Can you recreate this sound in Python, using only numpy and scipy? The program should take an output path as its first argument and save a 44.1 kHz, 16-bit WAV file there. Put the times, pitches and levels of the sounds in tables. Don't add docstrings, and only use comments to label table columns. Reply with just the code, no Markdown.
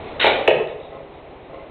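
import sys
import numpy as np
from scipy import signal
from scipy.fft import rfft, irfft
from scipy.io import wavfile
from scipy.ndimage import uniform_filter1d, minimum_filter1d

SR = 44100
rng = np.random.default_rng(int(sys.argv[2]) if len(sys.argv) > 2 else 0)


def waveform_to_disk(signal):
    frames = np.transpose(np.atleast_2d(signal))
    scaled = np.clip(frames, -1, 1) * 32767
    samples = np.round(scaled).astype(np.int16)
    wavfile.write(sys.argv[1], SR, samples)


N = 74970
TIME = np.arange(N) / SR
BIN_HZ = np.fft.rfftfreq(N, 1 / SR)
BAND_HZ = 4800


def from_db(db):
    return 10 ** (np.asarray(db) / 20)


def rms_one(x):
    return x / np.sqrt(np.mean(x ** 2) + 1e-20)


def at_hz(points, hz):
    point_hz, value = np.transpose(points)
    return np.interp(np.log(hz + 1e-9), np.log(point_hz), value)


def coloured(x, colour):
    return rms_one(irfft(rfft(x) * from_db(at_hz(colour, BIN_HZ)) * (BIN_HZ < BAND_HZ), N))


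def noise(colour):
    return coloured(rng.standard_normal(N), colour)


def decay(start_s, t60_s):
    return (TIME >= start_s) * np.exp(-np.log(1000) * np.maximum(TIME - start_s, 0) / t60_s)


HARD_CONTACT_S, PAD_CONTACT_S, SOFT_CONTACT_S = .00042, .0008, .009
def strike(blows, modes, contact_s):
    out = np.zeros(N)
    for start, db in blows:
        swell = 1 - np.exp(-np.maximum(TIME - start, 0) / contact_s)
        for k, (hz, mode_db, t60) in enumerate(modes):
            gain = (-1) ** k * from_db(db + mode_db + rng.standard_normal())
            out += gain * swell * decay(start, t60) * np.sin(2 * np.pi * hz * (TIME - start))
    return out


# delay in seconds, relative level in dB.
ECHOES = [(0.0108, -3), (0.0164, -18), (.0322, -4), (.0522, -11.5)]
# frequency in Hz, T60 in seconds.
ROOM_T60 = [(120, 0.58), (400, 0.74), (600, 0.8), (1000, 0.67), (2200, 0.59), (4000, 0.48)]
def basement(x, tail_db, echo_db):
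    onset_s, build_s = .0017, .014
    build = np.clip((TIME - onset_s) / build_s, 0, 1)
    white = rfft(rng.standard_normal(N))
    edges_hz = np.geomspace(80, 5120, 31)
    response = np.zeros(N)
    for low, high in zip(edges_hz, edges_hz[1:]):
        band = irfft(white * (BIN_HZ >= low) * (BIN_HZ < high), N)
        tail = band * build * decay(0, at_hz(ROOM_T60, np.sqrt(low * high)))
        response += from_db(tail_db) * rms_one(tail) * np.sqrt(2 * (high - low) / SR / N)
    echoes = sum(from_db(db + echo_db) * np.interp(TIME - lag, TIME, x, left=0) for lag, db in ECHOES)
    return x + echoes + signal.fftconvolve(x, response)[:N]


# frequency in Hz, relative level in dB.
HISS_COLOUR = [(20, -12.5), (60, -10), (110, -8), (148, -1), (200, -9.5), (340, 1.5), (550, -1.5),
               (800, -3.5), (1100, -11), (1600, -19), (2300, -15.5), (3200, -22.5), (4200, -27)]
def room_hiss():
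    return from_db(-41) * noise(HISS_COLOUR)


def throb():
    rate_hz, first_s, width_s = 15, .0327, .0038
    offset_cycles = ((TIME - first_s) * rate_hz + .5) % 1 - .5
    offset_widths = offset_cycles / rate_hz / width_s
    return from_db(-35) * offset_widths * np.exp(-offset_widths ** 2)


# frequency in Hz, relative level in dB.
FLOOR_COLOUR = [(25, -4), (70, 1.5), (150, -2), (270, -1.5), (450, 5.5), (800, -1.5), (1200, -8),
                (1700, -15.5), (4000, -21)]
def raised_floor():
    hold_s, fade_s = .38, .17
    fade = np.clip(1 - (TIME - hold_s) / fade_s, 0, 1)
    return from_db(-34.5) * fade * noise(FLOOR_COLOUR)


# centre in seconds, half length in seconds, level in dB.
RUSTLES = [(0.023, 0.049, -58), (.08, 0.075, -50.5), (0.908, .012, -53), (1.544, 0.0076, -49.5),
           (1.604, 0.039, -61)]
# frequency in Hz, relative level in dB.
RUSTLE_COLOUR = [(300, 2), (1000, 2), (1600, -7), (2000, 11), (2600, 6), (3100, -0.5), (3600, 4.5),
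                 (4400, -5.5)]
def gear_rustle():
    swells = sum(from_db(db) * np.exp(-((TIME - centre) / half) ** 2) for centre, half, db in RUSTLES)
    return swells * noise(RUSTLE_COLOUR)


# start in seconds, level in dB.
CLICKS = [(.672, -40), (.8, -45), (.832, -41.5), (1.14, -45.5), (1.165, -77), (1.415, -49.5)]
# frequency in Hz, gain in dB, T60 in seconds.
EDGE_MODES = [(3420, 2, 0.0083), (3758, 0.5, 0.019), (4140, -18, 0.016)]
def gear_clicks():
    return strike(CLICKS, EDGE_MODES, HARD_CONTACT_S)


# start in seconds, level in dB.
THUDS = [(.25, -35), (.512, -25), (.53, -26)]
# frequency in Hz, gain in dB, T60 in seconds.
THUD_MODES = [(138, -6.5, 0.26), (156, -13, 0.22), (235, -0.5, .08)]
def knee_thuds():
    return strike(THUDS, THUD_MODES, SOFT_CONTACT_S)


# start in seconds, level in dB.
BUMPS = [(.565, -9.5), (.742, -26), (.812, -25), (.905, -25.5), (.923, -18.5), (.945, -23), (.975, -41),
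         (1.02, -43), (1.494, -25.5), (1.529, -25.5), (1.542, -19), (1.567, -38.5), (1.605, -51)]
# frequency in Hz, gain in dB, T60 in seconds.
BUMP_MODES = [(419, -4, 0.037), (543.6, -1.5, 0.039), (660.4, -3, 0.041), (820, -10, .035),
              (1053, -13, 0.054), (1267, -8, 0.022), (2006, -6, 0.017)]
def soft_bumps():
    return strike(BUMPS, BUMP_MODES, SOFT_CONTACT_S)


# start in seconds, noise level in dB, noise T60 in seconds, edge level in dB.
SLAPS = [(0.1958, -24.5, .03, -20.5), (0.199, -18, 0.11, -15), (0.2115, -21, 0.11, -25),
         (0.2247, -24, .07, -37), (0.2649, -18.5, 0.09, -12.5)]
# frequency in Hz, relative level in dB.
SLAP_COLOUR = [(100, -34), (400, -6.5), (900, -12), (1300, -7), (1600, -7), (1850, -4.5), (2500, -5.5),
               (3200, -6.5), (3800, -14), (4400, -8)]
def blade_slaps():
    bursts = sum(from_db(db) * decay(start, t60) for start, db, t60, _ in SLAPS)
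    edge_blows = [(start, edge_db) for start, _, _, edge_db in SLAPS]
    return bursts * noise(SLAP_COLOUR) + strike(edge_blows, EDGE_MODES, HARD_CONTACT_S)


def blade_scrape():
    start_s, peak_s, end_s, grains_per_s = .205, .2273, .283, 4200
    grit = (rng.random(N) < grains_per_s / SR) * rng.standard_normal(N)
    pressure = np.interp(TIME, [start_s, peak_s, end_s], [0, 1, 0])
    return from_db(-20.5) * pressure * coloured(grit, SLAP_COLOUR)


# start in seconds, level in dB.
KNOCKS = [(.2425, -5), (.2675, -8.5), (.2805, -17.5), (.364, -31.5), (.385, -30)]
# frequency in Hz, gain in dB, T60 in seconds.
BLADE_MODES = [(245, -20.5, 0.046), (320, -13.5, 0.045), (430, -6.5, 0.042), (558, -1.5, .03),
               (687, -2.5, 0.036), (818, -2.5, 0.021), (906, -2.5, .03), (1177, -8.5, 0.017)]
# frequency in Hz, relative level in dB.
CLACK_COLOUR = [(100, -20), (250, -26.5), (400, -0.5), (900, -3), (1400, -25.5), (2400, -2), (4200, -22)]
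def blade_knocks():
    bursts = sum(from_db(db - 6) * decay(start, t60_s=.04) for start, db in KNOCKS)
    return bursts * noise(CLACK_COLOUR) + strike(KNOCKS, BLADE_MODES, HARD_CONTACT_S)


# frequency in Hz, gain in dB, T60 in seconds.
COVER_MODES = [(1112, -14.5, 0.042), (1888, 1.5, 0.013), (2174, -15, .012), (2375, -7, .01),
               (3000, -9, 0.016), (3430, -21.5, 0.019)]
# frequency in Hz, relative level in dB.
CREASE_COLOUR = [(250, -11.5), (700, -13.5), (1200, -4), (1550, -7.5), (1900, -5), (2600, 6), (3300, -10),
                 (4200, -14)]
# frequency in Hz, gain in dB, T60 in seconds.
PAD_MODES = [(355.6, -12.5, 0.061), (428.4, -3.5, 0.055), (513, -6, 0.059), (633, -2, 0.035),
             (879, -8, 0.023)]
def pad_save():
    hit_s, boom_delay_s, crack_db, boom_db = .476, .003, -3, 4
    crack = strike([(hit_s, crack_db)], COVER_MODES, HARD_CONTACT_S)
    crease = from_db(-8) * decay(hit_s, t60_s=.049) * noise(CREASE_COLOUR)
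    boom = strike([(hit_s + boom_delay_s, boom_db)], PAD_MODES, PAD_CONTACT_S)
    return basement(crack + crease, tail_db=-5.5, echo_db=-40) + basement(boom, tail_db=-4, echo_db=-5)


def scene():
    blade_sounds = [blade_slaps() + blade_scrape(), blade_knocks()]
    shot = sum(basement(sound, tail_db=2, echo_db=-8) for sound in blade_sounds)
    save = pad_save()
    movement = gear_rustle() + knee_thuds() + soft_bumps() + gear_clicks()
    far_end = basement(movement, tail_db=3.5, echo_db=-6.5)
    return (shot + save + far_end + room_hiss() + raised_floor() + throb())[None]


def record(dry):
    mic_edge_hz, top_cut_hz = 4106, 15900
    limit, overload, window_s = .74, .691, .002
    x = signal.sosfilt(signal.butter(10, mic_edge_hz, fs=SR, output="sos"), dry)
    x = signal.sosfilt(signal.cheby2(16, 70, BAND_HZ, fs=SR, output="sos"), x)
    window = int(window_s * SR)
    needed_gain = limit / np.maximum(np.abs(x), limit)
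    smooth_gain = uniform_filter1d(minimum_filter1d(needed_gain, size=window), size=window)
    x = np.clip(x * smooth_gain, -overload, overload)
    return signal.sosfilt(signal.cheby2(12, 70, top_cut_hz, fs=SR, output="sos"), x)


dry = scene()
out = record(dry)
waveform_to_disk(out)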